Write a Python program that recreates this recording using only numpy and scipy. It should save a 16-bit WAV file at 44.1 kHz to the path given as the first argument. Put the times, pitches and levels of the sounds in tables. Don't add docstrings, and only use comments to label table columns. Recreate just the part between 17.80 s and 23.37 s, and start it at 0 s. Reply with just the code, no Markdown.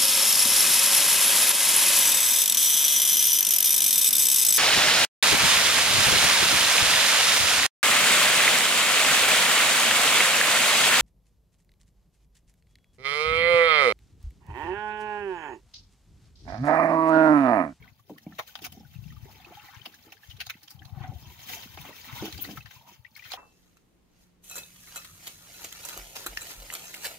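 import sys
import numpy as np
from scipy import signal
from scipy.fft import rfft, irfft, next_fast_len
from scipy.io import wavfile
from scipy.ndimage import uniform_filter1d

SR = 44100
rng = np.random.default_rng(int(sys.argv[2]) if len(sys.argv) > 2 else 0)


def digitize_waveform(pressure):
    field = np.atleast_2d(pressure).T
    bounded = np.clip(field, -1, 1)
    quanta = np.round(bounded * 32767).astype(np.int16)
    wavfile.write(sys.argv[1], SR, quanta)


N = 245637
TIME = np.arange(N) / SR

# start in seconds, air pocket level in dB,
# its pitch in Hz, its left-right difference in dB, hollow body level in dB, bite of the snap in dB,
# spray level in dB, decay by 60 dB in seconds, time to swell by 20 dB in seconds.
SLAPS = [(0.38, -61.5, 1880, -9, -78, -62, -59.5, 0.07, 0.0093),
         (0.5905, -36, 2280, 4, -34, -47, -45.5, 0.04, 0.0092),
         (0.7545, -41.5, 3100, 1, -49, -79, -57, 0.029, 0.0023),
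         (0.776, -61, 2780, 2, -62, -70, -60, 0.028, .003),
         (0.79, -54, 2420, -1, -57, -73, -64, 0.024, 0.0025),
         (0.821, -51.5, 3230, 3, -71, -51, -48.5, 0.16, 0.0082),
         (0.849, -40.5, 2480, 6, -54, -41, -40.5, 0.06, 0.012),
         (0.866, -49, 3430, -7, -50, -51.5, -46, 0.02, 0.011),
         (0.924, -55, 3200, 0, -66, -58, -51.5, 0.018, 0.0052),
         (2.059, -41.5, 2880, 1.5, -48, -78, -52, 0.027, 0.007),
         (2.145, -56.5, 4040, 0, -85, -59, -60, 0.054, .008),
         (2.3225, -49.5, 2650, 0, -60, -55.5, -56, 0.033, 0.004),
         (2.502, -52, 3220, 0, -74, -67, -59, 0.091, 0.0095),
         (2.573, -60.5, 3640, -3, -82, -82, -74, 0.016, .008),
         (2.606, -43.5, 3020, 9.5, -64, -58, -53, 0.015, 0.0033),
         (2.612, -36.5, 2610, 3.5, -60, -64, -48, 0.018, 0.011),
         (2.6687, -44, 4000, 0, -54.5, -63, -52, 0.022, 0.014),
         (2.6994, -36, 2260, 1.5, -60, -45, -43.5, 0.021, 0.0058),
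         (2.833, -55, 4460, 0, -84, -60, -56.5, 0.059, .008),
         (2.88, -52.5, 3100, -5, -90, -71, -72, 0.019, 0.0046),
         (2.908, -50, 4800, 1, -83, -59, -50.5, 0.052, 0.012),
         (3.054, -54.5, 3906, -3, -62, -82, -66, 0.015, 0.0051),
         (3.975, -51, 1950, 6, -47.5, -71, -64, 0.008, 0.003),
         (4.015, -51, 3640, 0, -70, -60, -49, 0.077, 0.0089),
         (4.05, -61, 2180, 4, -50.5, -66, -58, .03, 0.0018),
         (4.455, -44.5, 2900, 2, -47, -45.5, -45, 0.11, 0.019),
         (4.526, -44.5, 3900, -1, -80, -59, -53, 0.019, 0.0024),
         (4.58, -46, 4430, 1, -62, -65, -54, 0.048, 0.0078),
         (4.649, -43, 4080, 1.5, -51.5, -69, -51, 0.009, 0.011),
         (4.774, -49.5, 2060, 3, -54, -56, -54, 0.051, .004),
         (4.86, -51, 1710, 7, -67, -81, -73, 0.034, .006),
         (4.912, -53, 1800, 8.5, -72, -62, -62, 0.031, 0.0038),
         (5.375, -60, 2020, -9, -86, -55.5, -51.5, 0.019, 0.015),
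         (5.453, -48.5, 2000, 6, -74, -72, -56, 0.18, 0.01),
         (5.518, -39.5, 4120, -1, -46.5, -65, -53, 0.035, 0.0087),
         (5.536, -39, 3280, 2.5, -44, -65, -51, 0.044, .008)]
HOLLOW_SPREAD_OCT, HULL_SPREAD_OCT = .13, .07


def from_db(db):
    return 10 ** (np.asarray(db) / 20)


def rms_one(x):
    return x / np.sqrt(np.mean(x ** 2) + 1e-20)


def at_hz(points, hz):
    f, value = np.transpose(points)
    return np.interp(np.log(hz + 1e-6), np.log(f), value)


def pan(db):
    return from_db(np.array([[db], [-db]]) / 2)


def add(out, s, sound):
    i = min(max(round(s * SR), 0), N - 1)
    out[:, i:i + sound.shape[-1]] += sound[..., :N - i]


def drift(rate):
    knots = rng.standard_normal(2000)
    return rms_one(np.interp(TIME * rate, np.arange(len(knots)), knots))


def band(x, low_hz, high_hz, order=2):
    sos = signal.butter(order, [low_hz, min(high_hz, .45 * SR)], "band", fs=SR, output="sos")
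    return signal.sosfilt(sos, x)


def resonate(x, hz, width_hz):
    r = np.exp(-np.pi * width_hz / SR)
    zeros = np.array([1, 0, -1]) * (1 - r * r) / 2
    poles = [1, -2 * r * np.cos(2 * np.pi * hz / SR), r * r]
    return signal.lfilter(zeros, poles, x + 1e-18)


def grains(per_s, spread_db):
    sizes = from_db(spread_db * np.minimum(rng.exponential(1, N), 4))
    return rms_one((rng.random(N) < per_s / SR) * sizes * rng.choice([-1, 1], N))


def colour(pair, spectrum, lag_s=0):
    # frequency in Hz, coherence from 0 to 1.
    likeness = [(100, 0.77), (450, 0.8), (900, 1), (1800, 1), (6000, 0.29), (15000, 0.098)]
    size = next_fast_len(N)
    hz = np.arange(size // 2 + 1) * SR / size
    mid, side = rfft(pair, size) * from_db(at_hz(spectrum, hz))
    alike = np.clip(at_hz(likeness, hz), 0, 1)
    mid, side = np.sqrt(1 + alike) * mid, np.sqrt(1 - alike) * side
    left = (mid + side) * np.exp(-2j * np.pi * hz * lag_s)
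    return rms_one(irfft(np.array([left, mid - side]), size)[:, :N])


def bubble(hz, cycles, rise):
    age = np.arange(int(cycles / hz * SR) + 2) / SR * hz / cycles
    note = np.sin(2 * np.pi * cycles * (age + rise * age ** 2 / 2))
    return note * from_db(-60 * age) * (1 - np.exp(-age * cycles / 2))


def fizz(per_s, low_hz, high_hz, cycles, spread_db, clump_db, count=40):
    out = np.zeros((2, N))
    clumps = from_db(clump_db * drift(30))
    for hz in np.geomspace(low_hz, high_hz, count):
        at = rng.integers(0, N, 400)
        chance, size, place = rng.random((3, len(at)))
        size = from_db(spread_db * np.minimum(-np.log(1 - size), 3.5))
        size = size * (chance < per_s * clumps[at] * N / SR / count / len(at))
        right_at = np.minimum(at + (40 * (place - .5)).astype(int), N - 1)
        clicks = np.zeros((2, N))
        clicks[0, at] = size * (.5 + place)
        clicks[1, right_at] = size * (1.5 - place)
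        out += rms_one(resonate(clicks, hz, np.log(1000) / np.pi * hz / cycles))
    return rms_one(out)


def swells(rows, base_db=-120):
    power = from_db(base_db) ** 2
    for s, db, rise_s, fall_s in rows:
        away = np.maximum((s - TIME) / rise_s, (TIME - s) / fall_s)
        power = power + from_db(db - 20 * np.minimum(away, 10)) ** 2
    return 10 * np.log10(power)


def open_sea():
    # frequency in Hz, level in dB per Hz.
    hush = [(30, -18), (110, 21.5), (250, -14), (600, 2.5), (1200, -46), (2500, -48), (6500, -32),
            (9000, -7), (15500, -7.5)]
    return from_db(-70.0) * colour(rng.standard_normal((2, N)), hush)


def wind():
    # time of the crest in seconds, rumble level in dB before panning, rise and fall in seconds.
    gusts = [(0.02, -58, 0.3, 0.097), (0.5, -63, 0.053, 0.09), (0.88, -60.5, 0.14, 0.27),
             (1.3, -52.5, 0.34, 0.39), (2.55, -60, 0.1, 0.24), (2.99, -56, 0.067, 1),
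             (3.3, -54.5, 0.21, 0.52), (3.98, -60, 0.37, 0.2), (4.62, -57, 0.61, 0.36)]
    # frequency in Hz, level in dB per Hz.
    rumble = [(20, -15), (40, -23), (65, 2), (110, -1.5), (150, -4.5), (220, -17.5), (400, -34), (900, -82)]
    # start in seconds, peak level in dB before panning, pitch in Hz.
    puffs = [(0.112, -57, 130), (0.198, -62, 120), (0.589, -56, 121), (1.05, -50, 124), (1.155, -39.5, 132),
             (1.184, -40, 111), (1.221, -42, 126), (1.256, -38.5, 150), (1.369, -40, 92.3),
             (1.424, -40.5, 106), (1.751, -55, 108), (1.829, -56.5, 117.7), (1.964, -46.5, 107),
             (2.006, -53.5, 123), (2.484, -46, 86.5), (2.537, -46.5, 106), (2.667, -51, 110),
             (2.945, -47.5, 131), (3.014, -47.5, 109.8), (3.052, -46, 110), (3.121, -36, 95),
             (3.167, -37, 136), (3.203, -34, 118.2), (3.232, -40.5, 110), (3.286, -32.5, 117),
             (3.349, -39, 81), (3.395, -62, 120), (3.466, -45.5, 99.5), (3.58, -54, 108),
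             (3.729, -54, 108.6), (3.895, -50, 90), (3.944, -48, 89.5), (3.99, -47.5, 150),
             (4.325, -39.5, 125), (4.407, -39.5, 120), (4.525, -46, 119), (4.774, -42.5, 134.6),
             (4.802, -54, 130), (4.845, -47, 113), (4.96, -54, 118.2), (4.99, -60, 120.1),
             (5.19, -51.5, 101.7), (5.454, -58, 109)]
    calm_db, flutter_db = -81.5, 2.5
    rumble_db = swells(gusts, calm_db) + flutter_db * drift(25)
    left = colour(rng.standard_normal((2, N)), rumble)[0]
    right = colour(rng.standard_normal((2, N)), rumble)[0]
    out = np.array([left, 3.1 * left + 3.9 * right]) * from_db(rumble_db) * pan(19.8)
    t = TIME[:SR // 12]
    for s, peak_db, hz in puffs:
        age = t / 0.0041
        eddy = age ** 2 * np.exp(2 - age) / 4 * np.sin(2 * np.pi * (hz * t + rng.random()))
        add(out, s, from_db(peak_db) * pan(18.5) * eddy)
    return out


def wash():
    # time of the crest in seconds, wash level in dB, deep gurgle level in dB,
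    # rise and fall in seconds, pitch of the hollow in Hz.
    waves = [(0.063, -65, -54.5, 0.24, 0.11, 935), (0.521, -57, -60, 0.22, 0.13, 711),
             (0.86, -50, -55.5, 0.14, 0.087, 732), (0.981, -66, -56.5, 0.17, 0.32, 782),
             (1.501, -56, -51.5, 0.25, 0.2, 860), (1.727, -46, -53.5, 0.15, 0.053, 808),
             (1.882, -62.5, -64.5, 0.38, 1, 805), (2.3, -74, -61, 0.39, 0.062, 810),
             (3.242, -47, -51, 0.31, 0.23, 769), (3.492, -49.5, -55, 0.16, 0.061, 948),
             (3.76, -47, -54.5, 0.22, 0.18, 851), (4.08, -54, -49, 0.27, 0.25, 1001),
             (4.298, -49.5, -53, 0.1, 0.12, 911), (4.428, -40.5, -52, 0.18, 0.083, 860),
             (4.729, -71, -46, 0.21, 0.07, 754), (5.092, -52, -64, 0.3, 0.12, 906),
             (5.55, -59, -71, 0.093, 0.089, 766)]
    # frequency in Hz, level in dB per Hz.
    deep = [(90, 18), (200, 22), (330, 8), (420, -19), (500, -32), (700, 12.5), (1400, -34)]
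    calm_wash_db, calm_gurgle_db = -75, -71.5
    s, crest_db, deep_db, rise_s, fall_s, pitch_hz = np.transpose(waves)
    hollow_hz = np.interp(TIME, s, pitch_hz)
    wash_db = swells(zip(s, crest_db, rise_s, fall_s), calm_wash_db)
    gurgle_db = swells(zip(s, deep_db, rise_s, fall_s), calm_gurgle_db)
    churn = colour(rng.standard_normal((2, N)), [(20, 0), (16000, 0)])
    analytic = signal.hilbert(churn, next_fast_len(N))[:, :N]
    slow = signal.sosfilt(signal.butter(2, 55, fs=SR, output="sos"), analytic)
    hollow = rms_one(np.real(slow * np.exp(2j * np.pi * np.cumsum(hollow_hz) / SR)))
    bubbling = fizz(per_s=350, low_hz=620, high_hz=1250, cycles=24, spread_db=1.5, clump_db=4, count=14)
    surge = from_db(-10.5) * hollow + from_db(-16.5) * rms_one(band(churn, 764, 910))
    surge = surge + from_db(-11.0) * bubbling
    burbles = fizz(per_s=130, low_hz=200.3, high_hz=434, cycles=38.0, spread_db=11.5, clump_db=2.0, count=8)
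    gurgle = from_db(-5.5) * colour(rng.standard_normal((2, N)), deep) + from_db(-7.0) * burbles
    return surge * from_db(wash_db + 3.0 * drift(41)) + gurgle * from_db(gurgle_db + 3.4 * drift(40))


def sloshes():
    # time of the crest in seconds, level in dB, rise and fall in seconds.
    fold_rows = [(0.98, -61.5, 0.067, 0.08), (1.53, -62, 0.03, 0.092), (1.72, -59, 0.062, 0.026),
                 (2.285, -60, 0.057, 0.025), (3.19, -70, 0.039, 0.051), (3.33, -55, 0.081, 0.066),
                 (3.74, -58.5, 0.056, 0.13), (4.1, -53, 0.11, 0.049), (4.46, -63, 0.08, 0.057),
                 (4.66, -52.5, 0.2, 0.15)]
    folds = fizz(per_s=500, low_hz=225, high_hz=553, cycles=25.0, spread_db=6.5, clump_db=1, count=10)
    return folds * from_db(swells(fold_rows))


def glugs():
    # start in seconds, peak level in dB, pitch in Hz, ringing in cycles.
    pockets = [(0.503, -66, 660, 45), (0.535, -65, 620, 37), (0.925, -58, 726, 48), (0.945, -55, 684, 36),
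               (0.97, -51, 750, 28), (1.005, -54, 800, 31), (1.03, -54, 750, 25), (1.598, -49.5, 734, 30),
               (1.674, -58, 894, 60), (1.719, -43, 705, 30), (1.769, -41.5, 818, 91), (1.885, -48, 785, 41),
               (2.274, -57, 840, 63), (2.32, -55.5, 772, 60), (3.012, -53.5, 755, 58),
               (3.088, -55, 727, 79), (3.167, -49.5, 736, 89), (3.178, -57.5, 353, 32),
               (3.205, -44.5, 798, 59), (3.238, -37.5, 743, 76), (3.271, -45, 735, 110),
               (3.316, -43.5, 752, 49), (3.328, -50.5, 350, 13), (3.356, -51, 707, 50),
               (3.694, -47, 730, 66), (3.733, -48, 915, 39), (3.766, -45, 684, 32), (4.007, -52, 977, 57),
               (4.104, -46.5, 927, 40), (4.358, -45, 960, 210), (4.477, -44.5, 722, 39),
               (4.585, -45.5, 793, 28), (4.7, -46, 310, 16), (4.732, -41, 260, 8.2), (4.755, -45, 192, 5.8),
               (4.96, -53, 993, 68), (5.008, -52, 898, 49), (5.085, -46, 952, 45)]
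    swell_s = 0.0037
    out = np.zeros((2, N))
    for s, peak_db, hz, cycles in pockets:
        note = bubble(hz, cycles, rise=0.083)
        note = note * (1 - np.exp(-(TIME[:len(note)] / swell_s) ** 2))
        add(out, s, from_db(peak_db) * note / np.abs(note).max())
    return out


def knocks():
    # start in seconds, peak level in dB, pitch that the blow favours in Hz,
    # time in which the churning of the contact sinks 40 dB in seconds.
    blows = [(0.2955, -37, 710, 0.067), (0.299, -34.5, 346, 0.098), (0.316, -38, 246, 0.12),
             (0.465, -41, 690, 0.042), (0.465, -29, 228, 0.065), (0.49, -45, 202, 0.24),
             (0.52, -46, 226, 0.066), (0.5895, -29.5, 633, 0.066), (0.754, -44, 950, 0.048),
             (0.819, -41.5, 320, 0.1), (0.92, -45.5, 192, 0.074), (0.968, -42, 258.5, 0.14),
             (1.004, -44, 226, 0.05), (1.032, -48, 217, 0.067), (1.708, -44, 363, 0.047),
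             (2.069, -45.5, 298, 0.2), (2.266, -51, 417, 0.12), (2.752, -46.5, 243.9, 0.05),
             (3.316, -48, 420, 0.065), (3.856, -42, 270, 0.088), (3.974, -42.5, 345, 0.026),
             (3.975, -52, 890, 0.015), (4.048, -42, 825, 0.062), (4.092, -37.5, 500, 0.099),
             (4.423, -25.5, 358, 0.085), (4.436, -32.5, 320, 0.077), (4.478, -34.5, 324, 0.04),
             (4.588, -40, 298, 0.058), (4.688, -39.5, 623, 0.1), (4.693, -36, 283, 0.1),
             (4.717, -35, 228.3, 0.065), (5.538, -33, 636, 0.08)]
    # frequency in Hz, level in dB, decay by 60 dB in seconds.
    modes = [(132, 10, 0.14), (164, 12, 0.048), (210, 3, 0.069), (262, -1, 0.092), (313, 9.5, 0.18),
             (440, -2, 0.058), (527, -2.5, 0.07), (680, 9.5, 0.017), (794, 12, 0.019), (910, 16, 0.12),
             (1210, -13, 0.15)]
    rough_db, ring_db, mode_spread_db = -4.5, 1.5, 2.5
    out, t = np.zeros((2, N)), TIME[:SR // 4]
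    for s, peak_db, hz, contact_s in blows:
        age = t * hz / 0.5
        blow = age ** 2 * np.exp(2 - age) / 4 * np.sin(2 * np.pi * hz * t)
        churn = rng.standard_normal(2 * len(t)) + .25 * rng.standard_normal((2, 2 * len(t)))
        churn = rms_one(band(churn, 0.62 * hz, 1.32 * hz, order=3)[:, len(t):])
        contact = (1 - np.exp(-age)) * from_db(-40 * t / max(contact_s, .003))
        push = blow + from_db(rough_db) * churn * contact
        ring = 0
        for f, db, t60 in modes:
            gain = from_db(db + mode_spread_db * rng.standard_normal())
            mode_hz = f * 2 ** (HULL_SPREAD_OCT * rng.uniform(-1.14, 1))
            ring = ring + gain * resonate(push, mode_hz, np.log(1000) / np.pi / t60)
        thud = rms_one(push) + from_db(ring_db) * rms_one(ring)
        add(out, s, from_db(peak_db) * thud / np.abs(thud).max())
    return out


def ripples(mesh_db):
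    per_s, spread_db, t60_s, closing_s = 7, 2, 0.025, .008
    pocket_db, body_db, bite_db, spray_db = -4, -13, -18, -8
    rows = []
    for when, size, pitch, place in rng.random((int(per_s * N / SR), 4)):
        db = mesh_db[int(when * N)] + spread_db * (2 * size - 1)
        hz = 1680 * 2 ** (1.38 * pitch)
        rows.append((when * N / SR, db + pocket_db, hz, 10 * (place - .5),
                     db + body_db, db + bite_db, db + spray_db, t60_s, closing_s))
    return rows


def slaps(rows):
    tail_db, tail_t60_s = -16, .085
    ragged_db = 4
    low_spray_db = -4.5
    out, t = np.zeros((2, N)), TIME[:SR // 6] - .02
    after = np.maximum(t, 0)
    for s, pocket_db, hz, side_db, body_db, bite_db, spray_db, t60, closing_s in rows:
        closing = from_db(20 * np.minimum(t, 0) / max(closing_s, .001))
        dying = from_db(-60 * after / max(t60, .01)) + from_db(tail_db - 60 * after / tail_t60_s)
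        uneven = from_db(3.5 * rng.standard_normal(len(t)))
        cracks = rng.standard_normal((2, len(t))) * uneven * closing * dying
        bunches = rms_one(uniform_filter1d(rng.standard_normal(len(t)), size=100))
        cracks = cracks * from_db(ragged_db * bunches)
        cracks[:, np.searchsorted(t, 0)] += 4.5
        cracks = band(cracks, 520, 18000, order=3)
        pocket = resonate(cracks, hz, 0.2 * hz) + .4 * resonate(cracks, 1.55 * hz, 0.14 * hz)
        pocket = pocket + 0.25 * band(cracks, 1000, 4500)
        alike = (cracks + 0.21 * cracks[::-1]) * closing
        shift = 2 ** (HOLLOW_SPREAD_OCT * rng.uniform(-0.37, 1, 2))
        body = resonate(alike, 740 * shift[0], 130) - 0.49 * resonate(alike, 1120 * shift[1], 300)
        bite = band(cracks, 4300, 6900, order=3)
        spray = band(cracks, 13000, 16000) + from_db(low_spray_db) * band(cracks, 6500, 12500)
        pocket, body, bite, spray = (x / np.sqrt(np.sum(x ** 2) / (SR / 20))
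                                     for x in (pocket, body, bite, spray))
        splash = from_db(pocket_db) * pocket * pan(side_db) + from_db(body_db) * body
        splash = splash + from_db(bite_db) * bite + from_db(spray_db) * spray * pan(4.9)
        add(out, s + t[0], splash)
    return out


def spatter():
    over_slap_db, within_s = 9, .014
    out = np.zeros((2, N))
    for s, pocket_db, hz, side_db, *_ in SLAPS:
        for delay, pitch, size, place in rng.random((10, 4)):
            db = pocket_db + over_slap_db - 9 * size - 12 * delay
            gain = from_db(db) * pan(side_db + 12 * (place - .5))
            note = bubble(hz * 2 ** (1.6 * pitch - .9), cycles=16, rise=0.2)
            add(out, s + within_s * delay, gain * note)
    return out


def drops(trickle_db):
    # start in seconds, relative level in dB, pitch in Hz, left-right difference in dB.
    clear = [(0.025, -36, 2230, -1), (0.077, -36.5, 2044, 1), (0.193, -46, 1123, 5), (0.36, -51, 1130, -14),
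             (0.381, -40.5, 1885, 13), (0.465, -41.5, 2270, 3), (0.522, -40.5, 1770, 5),
             (0.522, -46, 1340, 0), (0.689, -41, 1480, 0), (0.821, -33, 3340, -2), (0.834, -33, 2880, 0),
             (0.998, -40, 5330, -1), (1.049, -45.5, 1460, 7), (1.141, -45, 3720, -1), (1.15, -41, 2680, 1),
             (1.163, -43.5, 2510, 1), (1.24, -41.5, 2730, 1), (1.28, -45, 2390, 2), (1.302, -44, 2990, 2),
             (1.304, -39, 1900, -8), (1.321, -44.5, 1220, 9), (1.365, -41.5, 1190, 6),
             (1.453, -48.5, 1690, 3), (1.462, -52, 3840, -1), (1.515, -41, 4300, 0), (1.545, -49, 2520, 5),
             (1.602, -40, 3460, 3), (1.647, -29, 2545, -1), (1.68, -41, 1233, 3), (1.779, -48, 1290, -2),
             (1.751, -37, 3220, 13), (1.796, -33.5, 2720, 10), (1.885, -36, 1960, -2), (1.9, -44, 1180, 9),
             (1.965, -40, 2870, 16), (1.996, -36, 2400, 4), (2.015, -36, 3034, 14), (2.139, -35.5, 1654, 2),
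             (2.321, -40, 2620, 11), (2.369, -46, 1660, 13), (2.433, -35.5, 1700, -5),
             (2.511, -31.5, 2950, 14), (2.738, -38, 2600, 2), (2.742, -38, 2040, -5),
             (2.992, -38.5, 3140, 10), (3.02, -32.5, 1675, 1), (3.435, -38, 3280, 3), (3.71, -42, 1666, 1),
             (3.726, -41, 1975, 17), (3.743, -53, 1606, 0), (3.79, -45, 1550, 19), (3.872, -44, 1410, 1),
             (3.921, -48, 1600, 15), (4.087, -34, 2160, 7), (4.127, -38, 1916, 8), (4.184, -41, 2260, 21),
             (4.29, -40, 1310, 9), (4.378, -38, 2140, 18), (4.393, -31, 1430, -5), (4.401, -31, 3380, 10),
             (4.468, -41, 1450, 18), (4.546, -36, 2210, 3), (4.548, -45, 1520, 17), (4.649, -33, 1940, 17),
             (4.689, -39.5, 1670, 15), (4.709, -38, 3070, 14), (4.772, -25.5, 1299, 2),
             (4.807, -32, 2580, 0), (4.821, -44, 2030, -8), (4.857, -43.5, 1646, 13),
             (5.249, -36.5, 1925, 20), (5.264, -36, 2290, -2), (5.353, -33, 4260, 5),
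             (5.362, -31, 2170, 12), (5.373, -43, 1680, 21), (5.394, -29, 2360, 8), (5.423, -39, 1930, 18),
             (5.441, -33.5, 2520, 13), (5.503, -34, 2360, 17)]
    per_s, over_trickle_db, spread_db = 45, 2, 3
    closing_s = .003
    twins, twin_db, twin_s = 2, -11, .013
    out, t = np.zeros((2, N)), TIME[:SR // 20]
    small = []
    for i in rng.integers(0, N, int(per_s * N / SR)):
        db = trickle_db[i] + over_trickle_db + spread_db * rng.standard_normal()
        small.append((TIME[i], db, 1113 * 2 ** (2.387 * rng.random()), rng.normal(0.97, 10.0)))
    closing = 1 - np.exp(-t / closing_s)
    for s, db, hz, side_db in clear + small:
        noise = rng.standard_normal((2, len(t)))
        splat = rms_one(resonate(resonate(noise, hz, 1.1 * hz), hz, 1.1 * hz)) * from_db(-60 * t / 0.031)
        gain = from_db(db) * pan(side_db)
        add(out, s - .003, 0.17 * gain * splat * closing)
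        note = bubble(hz, cycles=35.0, rise=0.026)[:len(t)]
        note = note * closing[:len(note)]
        add(out, s, 0.29 * gain * note / np.abs(note).max())
        for delay, pitch, place in rng.random((twins, 3)):
            twin = bubble(hz * 2 ** (.35 * pitch - .05), cycles=35, rise=.15)
            twin_gain = gain * from_db(twin_db - 8 * delay) * pan(12 * (place - .5))
            add(out, s + twin_s * delay, twin_gain * twin)
    return out


def bubble_cloud(trickle_db):
    per_s, spread_db, cloud_db = 750, 3, -4.5
    out = np.zeros((2, N))
    clumps = from_db(6 * drift(30))
    starts = np.searchsorted(np.cumsum(clumps) / clumps.sum(), rng.random(int(per_s * N / SR))) / SR
    for s, (pitch, size, place, rise) in zip(starts, rng.random((len(starts), 4))):
        note = bubble(800 * 2 ** (2.4 * pitch), cycles=28, rise=.2 * rise)
        gain = from_db(spread_db * min(-np.log(1 - size), 3)) * pan(22 * place - 8)
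        add(out, s, gain * note)
    return rms_one(out) * from_db(trickle_db + cloud_db)


def boat_echoes(x):
    t = TIME[:SR // 12]
    scatter = band(rng.standard_normal((2, len(t))), 184, 13500) * from_db(-60 * t / 0.057) * (t > .0015)
    return signal.fftconvolve(x, scatter / np.sqrt(np.sum(scatter ** 2) / 2), axes=1)[:, :N]


def strand():
    # centre in seconds, level in dB before panning, pitch in Hz, length to 1/e on each side in seconds.
    zip_row = (4.624, -34, 14800, .011)
    s, db, hz, length_s = zip_row
    squeak = rms_one(resonate(resonate(rng.standard_normal((2, N)), hz, 1700), hz, 1700))
    return from_db(db) * squeak * np.exp(-((TIME - s) / length_s) ** 2) * pan(14.5)


def mesh_level():
    # time in seconds, level in dB.
    haul = [(0.0, -66.5), (0.22, -73.5), (0.62, -59), (1.0, -63), (1.25, -60), (2.0, -59), (2.15, -62),
            (2.52, -60), (2.8, -64), (3.16, -67), (3.52, -55), (3.9, -54), (4.22, -51.5), (4.36, -46.5),
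            (4.51, -51), (4.62, -47.5), (4.68, -47), (4.82, -59.5), (5.3, -71), (5.38, -58.5), (5.57, -48)]
    # time of the crest in seconds, level in dB, rise and fall in seconds.
    tugs = [(0.08, -69, 0.031, 0.059), (0.3, -57, 0.027, 0.054), (0.68, -47.5, 0.021, 0.034),
            (3.37, -62.5, 0.016, 0.63), (3.735, -40.5, 0.17, 0.21), (4.03, -52.5, 0.088, 0.28),
            (4.39, -43.5, 0.12, 0.23), (4.95, -51.5, 0.084, 0.079), (5.14, -54, 0.23, 0.073),
            (5.53, -66, 0.086, 0.099)]
    s, db = np.transpose(haul)
    return swells(tugs, np.interp(TIME, s, db))


def trickle_level(mesh_db):
    # time of the crest in seconds, level in dB, rise and fall in seconds.
    pours = [(0.06, -58, 0.52, 0.1), (1.88, -54, 0.72, 0.42), (1.96, -58.5, 0.15, 0.1),
             (2.51, -77, 0.015, 0.034), (2.28, -56, 0.053, 0.038), (2.77, -56.5, 0.071, 0.019),
             (3.24, -46.5, 0.088, 0.082), (3.735, -56, 0.085, 0.1), (4.09, -49.5, 0.14, 0.1),
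             (4.3, -46.5, 0.08, 0.045), (4.4, -50, 0.13, 0.099), (5.385, -59, 0.025, 0.062),
             (5.53, -53.5, 0.16, 0.17)]
    return swells(pours, mesh_db - 11)


def patchy(x):
    size = next_fast_len(N)
    thirds = 3 * np.log2(np.clip(np.arange(size // 2 + 1) * SR / size, 800, 6400) / 800)
    spectrum = rfft(x, size)
    out = 0
    for k in range(10):
        third = irfft(spectrum * np.maximum(1 - np.abs(thirds - k), 0), size)[:, :N]
        out = out + third * from_db(5 * drift(80))
    return out


def net(mesh_db, trickle_db):
    # frequency in Hz, level in dB per Hz.
    mesh = [(1500, -14), (2700, 8.5), (3400, 8), (4500, -4), (6600, 2), (7800, -23), (11000, -15.5),
            (16000, -40)]
    runoff = [(700, -40), (1200, -4), (1550, -1), (2200, 10), (2700, -3), (3400, -15), (5000, -33)]
    fine_spray = [(5000, -7), (8300, -4.5), (10500, -10), (13500, 0), (15000, 0), (16000, 2)]
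    lag_s = 0.000449
    swish_db, runoff_db, snag_spread_db = -5, -8.5, 2
    spray_db = -59 + 0.99 * (mesh_db + 60)
    rub = np.array([grains(per_s=2000, spread_db=1.0) for _ in range(2)]) + .5 * rng.standard_normal((2, N))
    beads = fizz(per_s=550, low_hz=3000, high_hz=6900, cycles=60, spread_db=5.5, clump_db=4.0)
    drips = fizz(per_s=340, low_hz=1256, high_hz=3390, cycles=80, spread_db=3.0, clump_db=5.0)
    merged = np.clip(np.interp(mesh_db, [-65, -45], [0.15, .7]), 0, 1)
    splashes = patchy(rub)
    swish = np.sqrt(merged) * colour(splashes, mesh, lag_s) + np.sqrt(1 - merged) * beads
    trickle = np.sqrt(merged) * colour(splashes, runoff, lag_s) + np.sqrt(1 - merged) * drips
    snag_db = snag_spread_db * drift(55)
    spray = colour(rub, fine_spray, lag_s) * from_db(spray_db + .5 * snag_db + 2.23 * drift(35)) * pan(4.0)
    swish = swish * from_db(mesh_db + swish_db + snag_db) * pan(0.72)
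    trickle = trickle * from_db(trickle_db + runoff_db + snag_db) * pan(3.5)
    return swish + trickle + spray


def scene():
    mesh_db = mesh_level()
    trickle_db = trickle_level(mesh_db)
    background = open_sea() + wind() + wash()
    hull = sloshes() + glugs() + knocks()
    near = slaps(SLAPS + ripples(mesh_db)) + spatter() + drops(trickle_db)
    near = near + bubble_cloud(trickle_db) + net(mesh_db, trickle_db)
    return background + hull + strand() + near + from_db(-8.0) * boat_echoes(near)


def record(dry):
    ported = dry - 0.68 * resonate(dry, 8400, 2800)
    ported = signal.sosfilt(signal.butter(2, 42, "high", fs=SR, output="sos"), ported)
    return signal.sosfilt(signal.ellip(12, .2, 80, 15700, fs=SR, output="sos"), ported)


dry = scene()
out = record(dry)
digitize_waveform(out)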